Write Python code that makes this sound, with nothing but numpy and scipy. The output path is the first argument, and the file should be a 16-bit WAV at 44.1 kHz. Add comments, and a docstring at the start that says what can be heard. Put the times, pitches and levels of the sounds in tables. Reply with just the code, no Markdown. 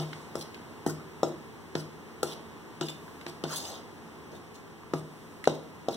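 """Muffled knocks and dry scrapes: a steel spoon stirs flour in a stainless bowl, close by in a kitchen.
Each dig ends in a flour-cushioned knock: the bowl thuds and booms, then the spoon slides on.
Trapped powder sticks and slips in a rasp, bare steel squeaks, loose flour rushes aside.
A fan hums in the small room; two microphone ports are cross-subtracted to widen the stereo image."""
import sys
import numpy as np
from scipy import signal
from scipy.fft import rfft, irfft, next_fast_len
from scipy.io import wavfile
from scipy.ndimage import uniform_filter1d

SR = 44100
rng = np.random.default_rng(int(sys.argv[2]) if len(sys.argv) > 2 else 0)


def generate_wav(signal):
    """Clip the signal to [-1, 1] and save it as 16-bit WAV at the path in sys.argv[1]."""
    frames = np.transpose(np.atleast_2d(signal))
    scaled = np.clip(frames, -1, 1) * 32767
    pcm = np.round(scaled).astype(np.int16)
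    wavfile.write(sys.argv[1], SR, pcm)


N = 262836
PORT_DELAY_S = 0.000427

# Spoon lands on the bottom and drags on: t/s, thud/dB, thud/Hz, thud crest/cycles, wall ring/dB,
# boom/dB, rattle/dB, clank/dB, clank/Hz, tick/dB, tick brightness/dB, steel ring/dB, drag/dB
KNOCKS = [(-0.010, -14, 305, 1.07, -15, -23.5, -23, -38, 990, -14, -24, -56, -63),
          (0.3533, -20, 414, 0.87, -23, -39.5, -32, -30, 1280, -39.5, 3, -50, -51),
          (0.8629, -14.5, 311, 0.88, -17, -26, -26, -12.5, 733, -40, 6, -63, -72),
          (1.2304, -10, 477, 0.99, -11, -31, -27, -21, 1290, -34, -3, -38.5, -56.5),
          (1.752, -17.5, 364, 0.87, -20, -28.5, -19, -32, 1396, -32, -27, -67, -52),
          (2.2292, -16.5, 432, 1.49, -19, -37, -28, -17.5, 1343, -32.5, 8.5, -48, -69),
          (2.81, -24, 340, 1.7, -18, -29.5, -26.5, -33, 1390, -26.5, -8.5, -47, -52.5),
          (3.2637, -30.5, 390, 0.74, -27, -41.5, -24.5, -32, 1860, -39.5, -12, -68, -71),
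          (3.4374, -19.5, 365, 0.83, -18.5, -31.5, -26.5, -38, 1310, -30, -8, -69, -76),
          (4.935, -15.5, 357, 0.83, -18, -26.5, -20, -21, 1205, -32, -11, -52.5, -57),
          (5.473, -5, 487, 0.99, -14.5, -28.5, -23.5, -18.5, 1435, -25, -8.5, -62, -66),
          (5.884, -12, 511, 0.76, -15.5, -43, -22, -44, 770, -36.5, -7, -49, -68)]
# High modes of spoon and rim: f/Hz, level/dB, t60/s
STEEL_MODES = [(3365, -9.5, 0.1), (3550, -8, 0.023), (3726, 2, 0.035), (4090, -9, 0.04), (5080, 3, 0.033),
               (5490, -0.5, 0.064), (6400, -11, 0.16), (6620, -2, 0.091), (7490, -1.5, 0.086),
               (7560, -18, 0.073), (8470, -13.5, 0.11), (10700, -20, 0.058), (12540, -26, 0.1)]


def thuds(overtone_ratio=1.74, overtone_db=-12, wall_rise_s=0.0065, load_detune=0.0085):
    """A cushioned blow pushes the bowl for a few cycles; the wall rings on, retuned by shifting flour."""
    # Flour-damped bowl: f/Hz, level/dB, t60/s
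    bowl_modes = [(224.8, -26, 0.35), (281, -19, 0.099), (325, -24.5, 0.4), (351, -11.5, 0.18),
                  (467.8, -23.5, 0.33), (556, -30.5, 0.39), (636, -29, 0.47), (674.6, -16.5, 0.12),
                  (796.4, -14, 0.076), (831, -27, 0.14), (953, -29, 0.12), (1260, -33, 0.08),
                  (1362, -20, 0.043)]
    out, t = np.zeros((2, N)), np.arange(SR // 2) / SR
    for s, db, hz, crest_cycles, wall_db, *_ in KNOCKS:
        age, phase = hz * t / crest_cycles, 2 * np.pi * hz * t
        envelope = (age * np.exp(1 - age)) ** 4
        push = envelope * (np.sin(phase) + amp(overtone_db) * np.sin(overtone_ratio * phase))
        loaded = [(mode_hz * (1 + load_detune * rng.standard_normal()), mode_db, t60_s)
                  for mode_hz, mode_db, t60_s in bowl_modes]
        wall = np.array([ring(loaded, t) for port in range(2)]) * (1 - np.exp(-t / wall_rise_s))
        add(out, s, amp(db) * push * amp([[2.4], [-2.4]]) + amp(wall_db) * wall)
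    return band(out, 106, 8400, order=3)  # a small bowl radiates no deep bass


def booms(hz=154.2, rise_s=0.0071, t60_s=0.46):
    """After each knock the bowl's base rings on one hollow note."""
    out, t = np.zeros((2, N)), np.arange(SR // 2) / SR
    envelope = (1 - np.exp(-t / rise_s)) * amp(-60 * t / t60_s)
    note = envelope * np.sin(2 * np.pi * hz * t)
    for s, _, _, _, _, boom_db, *_ in KNOCKS:
        add(out, s, amp(boom_db) * note * amp([[.7], [-.7]]))
    return out


def contacts(knock_tick_hz=4010, tap_tick_hz=3100, clank_re_rattle_db=1.5, ring_re_tick_db=-28):
    """Metal hits: t/s, rattle/dB, clank/dB, clank/Hz, tick/dB, tick/Hz, brightness/dB, ring/dB."""
    # Spoon edge touches the wall: t/s, rattle/dB, clank/Hz, tick/dB, tick brightness/dB
    edge_taps = [(0.1297, -27.5, 2130, -38, -25), (0.543, -52, 1800, -39, -13),
                 (0.863, -33.5, 1530, -48, -10), (2.827, -38, 1490, -43, -13), (2.8836, -47, 1600, -32, -8),
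                 (3.0795, -34.5, 920, -59, -18), (3.211, -37, 2130, -42.5, -13),
                 (3.452, -34, 1440, -52, -12), (4.8325, -37.5, 1090, -65, -13),
                 (5.44, -24.5, 2080, -37.5, 1), (5.4523, -40, 1900, -30.5, -20),
                 (5.4957, -40, 1290, -36, -15)]
    knocks = [(s, rattle_db, clank_db, clank_hz, tick_db, knock_tick_hz, bright_db, ring_db)
              for s, *_, rattle_db, clank_db, clank_hz, tick_db, bright_db, ring_db, _ in KNOCKS]
    taps = [(s, rattle_db, rattle_db + clank_re_rattle_db, clank_hz,
             tick_db, tap_tick_hz, bright_db, tick_db + ring_re_tick_db)
            for s, rattle_db, clank_hz, tick_db, bright_db in edge_taps]
    return knocks + taps


def clinks(wall_t60_s=0.015, tick_t60_s=0.026, wall_rise_s=0.0017, tick_rise_s=0.0012):
    """Metal bites through the powder: wall clank and rattle, a bright tick, a faint ring."""
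    out, t = np.zeros((2, N)), np.arange(SR // 6) / SR
    onset = lambda rise_s: 1 - np.exp(-(t / rise_s) ** 2)
    for s, rattle_db, clank_db, clank_hz, tick_db, tick_hz, bright_db, ring_db in contacts():
        noise = rng.standard_normal((2, len(t)))
        rattle = amp(rattle_db) * unit(band(noise, clank_hz / 2.5, clank_hz * 1.36))
        clank = amp(clank_db) * np.sin(2 * np.pi * clank_hz * t)
        wall = onset(wall_rise_s) * amp(-60 * t / wall_t60_s) * (clank + rattle)
        tick = amp(tick_db - 60 * t / tick_t60_s) * grit(len(t), tick_hz, bright_db, spiky_db=3)
        bite = onset(tick_rise_s) * (tick + amp(ring_db) * ring(STEEL_MODES, t))
        add(out, s, wall * amp([[-2.5], [1.8]]) + bite * amp([[1.5], [-3]]))
    return out


def strokes(drag_s=0.0635, drag_hz=4160, sweep_hz=4650, sweep_bright_db=7, swell_db=5):
    """Sliding contacts: a course of (t/s, pressure/dB, brightness/dB) rows and a rasp/Hz for each."""
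    # Spoon presses through to the steel: start/s, length/s, level/dB, rasp/Hz
    presses = [(0.000, 0.038, -45, 3100), (0.042, 0.1, -58.5, 3750), (0.409, 0.019, -40, 4330),
               (0.865, 0.015, -40, 8000), (0.883, 0.025, -38, 8000), (2.253, 0.086, -45, 3900),
               (2.885, 0.02, -42.5, 3540), (3.272, 0.029, -46.5, 3500), (3.558, 0.0046, -32.5, 8500),
               (3.57, 0.01, -38, 8500), (3.581, 0.0058, -35, 8500), (4.315, 0.06, -58, 5100),
               (4.543, 0.021, -52.5, 5500), (5.537, 0.02, -51.5, 6000), (5.907, 0.045, -47, 4650)]
    # One long sweep round the wall: t/s, pressure/dB, brightness/dB re sweep_bright_db
    sweep_course = [(3.461, -55, -5), (3.528, -39.5, -2.5), (3.586, -44.5, 4), (3.594, -44, -5.5),
                    (3.698, -47, -1), (3.765, -43, -30), (3.811, -66, -7)]

    def swell(s, length_s, db, bright_db):
        return [(s, db - swell_db / 2, bright_db), (s + length_s, db + swell_db / 2, bright_db)]
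    drags = [(swell(s, drag_s, db, bright_db=5.5), drag_hz) for s, *_, db in KNOCKS]
    rasps = [(swell(s, length_s, db, bright_db=-1.5), hz) for s, length_s, db, hz in presses]
    sweep = [(s, db, bright_db + sweep_bright_db) for s, db, bright_db in sweep_course]
    return drags + rasps + [(sweep, sweep_hz)]


def scrapes(edge_s=0.0009, crunch_db=-5, wall_ref_db=-14, wall_ref_hz=4650, wall_db_per_octave=-12):
    """Trapped powder sticks and slips: hiss through the steel, a low rasp from the wall."""
    treble, wall = np.zeros((2, N)), np.zeros((2, N))
    for course, rasp_hz in strokes():
        s, db, bright_db = np.transpose(course)
        start, end = s[0], s[-1]
        t = start + np.arange(round((end - start) * SR) + SR // 20) / SR
        contact = np.tanh((t - start) / edge_s) * (1 - np.tanh((t - end) / edge_s)) / 2
        pressure = contact * amp(np.interp(t, s, db))
        rasp = grit(len(t), rasp_hz, np.interp(t, s, bright_db), spiky_db=2.5)
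        add(treble, start, pressure * (rasp + amp(crunch_db) * crunch(len(t))))
        wall_db = wall_ref_db + wall_db_per_octave * np.log2(rasp_hz / wall_ref_hz)
        add(wall, start, amp(wall_db) * pressure * unit(band(diffuse(len(t)), 400, 1180)))
    return wall + steel_ring(patchy(treble)) * amp([[-5.3], [-9.3]])


def grit(n, rasp_hz, bright_db, spiky_db, clump_db=1.5):
    """Clumped micro-slips: a rasp pitched by the contact point, plus hiss at bright_db re the rasp."""
    lumps = lambda size: unit(uniform_filter1d(rng.standard_normal(n), size))
    strength = amp(spiky_db * lumps(size=24) + clump_db * lumps(size=220))
    coarse, fine = rng.standard_normal((2, 2, n)) * strength
    rasp = unit(band(coarse, rasp_hz / 1.49, rasp_hz * 1.41))
    fizz = band(fine, 5200, 19500)
    hiss = unit(band(fizz, 1300, 5600, order=1))
    return rasp + amp(bright_db) * hiss


def crunch(n, crumbs_per_s=280, spread_db=0.5, decay_s=0.0005):
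    """Flour lumps burst under the spoon, one crackle each."""
    bursts = rng.random(n) < crumbs_per_s / SR
    sizes = amp(spread_db * np.clip(rng.standard_normal(n), -2, 2))
    envelope = signal.lfilter([1], [1, -np.exp(-1 / (decay_s * SR))], bursts * sizes)
    return unit(band(envelope * rng.standard_normal((2, n)), 900, 11000, order=1))


def patchy(x, patchy_db=4.0):
    """Random gain over time and frequency gives the scrape an uneven, shifting colour."""
    spectrum = signal.stft(x, nperseg=512)[2]
    patches = uniform_filter1d(rng.standard_normal(spectrum.shape[1:]), size=4, axis=0)
    patches = uniform_filter1d(patches, size=4, axis=1)
    gain = unit(amp(patchy_db * unit(patches)))
    return signal.istft(spectrum * gain, nperseg=512)[1][:, :N]


def steel_ring(x, ring_db=-44.5):
    """Excitation heard directly and through the steel's modes, weighted anew at each port."""
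    t = np.arange(SR // 4) / SR
    response = np.array([ring(STEEL_MODES, t) for port in range(2)])
    return x + amp(ring_db) * signal.fftconvolve(x, response, axes=1)[:, :N]


def squeaks(relative_width=0.023):
    """Uneven stick-slip feeds one narrow resonance, which glides as the contact moves."""
    # Bare steel catches on steel: start/s, length/s, level/dB, f/Hz, glide/Hz
    catches = [(0.004, 0.035, -59, 3226, 200), (0.412, 0.02, -59, 3280, 0), (0.414, 0.018, -60, 5780, 0),
               (0.864, 0.018, -48.5, 1776, 224), (0.867, 0.0066, -51.5, 3150, -2),
               (0.871, 0.01, -46.5, 7960, 0), (0.877, 0.032, -50, 1208, 345), (0.888, 0.028, -52, 990, 150),
               (0.965, 0.053, -60, 1040, 405), (2.284, 0.029, -56, 3310, 400),
               (2.314, 0.024, -58.5, 3740, 250), (2.824, 0.008, -44, 2947, 0),
               (2.882, 0.021, -48.5, 3570, -5), (2.884, 0.028, -60, 8000, 0),
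               (3.495, 0.042, -52, 1295, 138), (3.505, 0.033, -54, 3180, 3), (3.515, 0.11, -60, 4210, -800),
               (3.558, 0.023, -47, 6380, 0), (3.56, 0.032, -48, 8260, 0), (3.56, 0.022, -47.5, 10800, 0),
               (3.658, 0.044, -54, 6250, 0), (3.715, 0.06, -64, 3300, 500), (4.945, 0.048, -59.5, 905, 480),
               (5.915, 0.069, -57.5, 3810, 0)]
    out = np.zeros((2, N))
    for s, length_s, db, hz, glide_hz in catches:
        n = round(length_s * SR)
        t = np.arange(n) / SR
        noise = rng.standard_normal(n + SR // 10)
        resonance = band(noise, hz * (1 - relative_width / 2), hz * (1 + relative_width / 2))
        glide = np.exp(1j * np.pi * glide_hz * t ** 2 / length_s)
        tone = unit(np.real(signal.hilbert(resonance)[-n:] * glide))
        add(out, s, amp(db) * tone * signal.windows.tukey(n, .5) * amp([[1.5], [-2.5]]))
    return out


def slumps():
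    """Loose flour is ploughed aside or trickles off the spoon with a soft rush."""
    # Flour slides: peak/s, half length/s, level/dB, centre/Hz
    slides = [(0.18, 0.14, -61, 4500), (2.348, 0.086, -51, 520), (3.098, 0.28, -66, 7550),
              (3.53, 0.044, -42, 730), (3.685, 0.16, -47, 417), (4.34, 0.035, -44.5, 244),
              (5.248, 0.26, -66.5, 6500)]
    out, t = np.zeros((2, N)), np.arange(-SR // 2, SR // 2) / SR
    for s, half_s, db, hz in slides:
        rush = unit(band(diffuse(len(t)), hz / 2, hz * 2))
        add(out, s + t[0], amp(db) * np.exp(-(t / half_s) ** 2) * rush)
    return out


def kitchen(x, predelay_s=0.004):
    """Hard walls reverberate; stirring changes the echo, so each knock gets a new tail."""
    # Room decay: f/Hz, t60/s
    decay_times = [(150, 0.42), (500, 0.52), (1500, 0.27), (4000, 0.43), (14000, 0.2)]
    # Room re direct sound: f/Hz, level/dB
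    echo_levels = [(100, 1.5), (300, -6.5), (600, -15), (1400, -3.5), (3500, -7), (6000, -8), (12000, -8.5)]
    out = np.zeros((2, N))
    cuts = [0] + [round(s * SR) - SR // 100 for s, *_ in KNOCKS[1:]] + [N]
    for start, end in zip(cuts, cuts[1:]):
        hz, t, noise = signal.stft(diffuse(SR // 2), SR, nperseg=256)
        t60_s = along(decay_times, hz)[:, None]
        energy_norm = np.sqrt(np.log(1e6) / (t60_s * SR))
        envelope = amp(along(echo_levels, hz)[:, None] - 60 * t / t60_s) * energy_norm
        tail = signal.istft(noise * envelope, SR, nperseg=256)[1]
        add(out, start / SR + predelay_s, signal.fftconvolve(x[None, start:end], tail, axes=1))
    return out


def fan():
    """Rushing air and slightly unsteady motor tones."""
    # Fan and room air: f/Hz, relative density/dB
    air_spectrum = [(25, -28), (62, -22), (84, -3), (130, -3), (220, 0.5), (420, 0), (550, -10), (880, -8),
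                    (1020, -7.5), (1400, -13.5), (2100, -14.5), (4000, -25.5), (8000, -28.5),
                    (15000, -34.5)]
    # Air loudness: t/s, level/dB
    air_levels = [(0, -46), (1.5, -48), (3.2, -47.5), (4.2, -48), (4.8, -49.5), (5.9, -48.5)]
    # Motor tones: f/Hz, rms level/dB
    motor_tones = [(82.5, -65), (164.5, -58.5), (227, -58), (435, -63.5)]
    t = np.arange(N) / SR
    air = unit(filtered(diffuse(N), lambda hz: amp(along(air_spectrum, hz))))
    air *= amp(np.interp(t, *np.transpose(air_levels)))
    drift_rad = lambda: 3 * np.cumsum(rng.standard_normal(N)) / np.sqrt(SR)
    hum = sum(amp(db) * np.sqrt(2) * np.sin(2 * np.pi * hz * t + drift_rad()) for hz, db in motor_tones)
    return air + hum


def rumble(level_db=-57):
    """Faint low noise, unrelated at the two ports."""
    # Rumble: f/Hz, relative density/dB
    spectrum = [(25, -13), (55, -11.5), (90, -3), (200, -8), (500, -7), (1500, -55)]
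    noise = rng.standard_normal((2, N))
    return amp(level_db) * unit(filtered(noise, lambda hz: amp(along(spectrum, hz))))


def diffuse(n):
    """Noise from all sides at the two ports: alike in the bass, unrelated in the treble."""
    def mid_side_gains(hz):
        coherence = .95 * np.sinc(2 * hz * PORT_DELAY_S)
        angle = np.arccos(coherence) / 2
        return np.array([np.cos(angle), np.sin(angle)])
    mid, side = filtered(rng.standard_normal((2, n)), mid_side_gains)
    return np.array([mid + side, mid - side])


def ring(modes, t):
    """Damped modes, each at a randomly varied strength."""
    gain = lambda db: amp(db + 2 * rng.standard_normal())
    return sum(gain(db) * amp(-60 * t / t60_s) * np.sin(2 * np.pi * hz * t) for hz, db, t60_s in modes)


def amp(db):
    """Decibels to gain."""
    return 10 ** (np.asarray(db) / 20)


def unit(x):
    """Scale to rms 1."""
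    return x / np.sqrt(np.mean(x ** 2) + 1e-20)


def along(points, hz):
    """Interpolate (f/Hz, value) points on a log axis."""
    point_hz, values = np.transpose(points)
    return np.interp(np.log(hz + 1), np.log(point_hz), values)


def filtered(x, response):
    """Apply a complex frequency response."""
    n = x.shape[-1]
    padded = next_fast_len(n + 8192)
    return irfft(rfft(x, padded) * response(np.fft.rfftfreq(padded, 1 / SR)), padded)[..., :n]


def band(x, low_hz, high_hz, order=2):
    """Causal band-pass."""
    sos = signal.butter(order, [low_hz, min(high_hz, .48 * SR)], 'band', fs=SR, output='sos')
    return signal.sosfilt(sos, x)


def add(track, s, sound):
    """Mix a sound in at time s, cropped to the track."""
    i = round(s * SR)
    sound, i = sound[..., max(0, -i):], max(0, i)
    n = min(sound.shape[-1], N - i)
    track[..., i:i + n] += sound[..., :n]


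def scene():
    """Spoon, bowl and flour in the room."""
    bowl = thuds() + clinks() + scrapes() + squeaks()
    return bowl + kitchen(bowl[0]) + booms() + slumps() + fan() + rumble()


def record(dry, top_hz=15850):
    """Each channel is its own port minus part of the delayed other one, band-limited."""
    # Cross-subtraction: f/Hz, share of the other port
    shares = [(150, 0.35), (600, 0.34), (1100, 0.77), (2300, 0.67), (4700, 0.93), (7000, 0.5), (9400, 0.4),
              (14000, 0.31)]
    other = filtered(dry[::-1], lambda hz: along(shares, hz) * np.exp(-2j * np.pi * hz * PORT_DELAY_S))
    return filtered(dry - other, lambda hz: hz < top_hz)


dry = scene()
out = record(dry)
generate_wav(out)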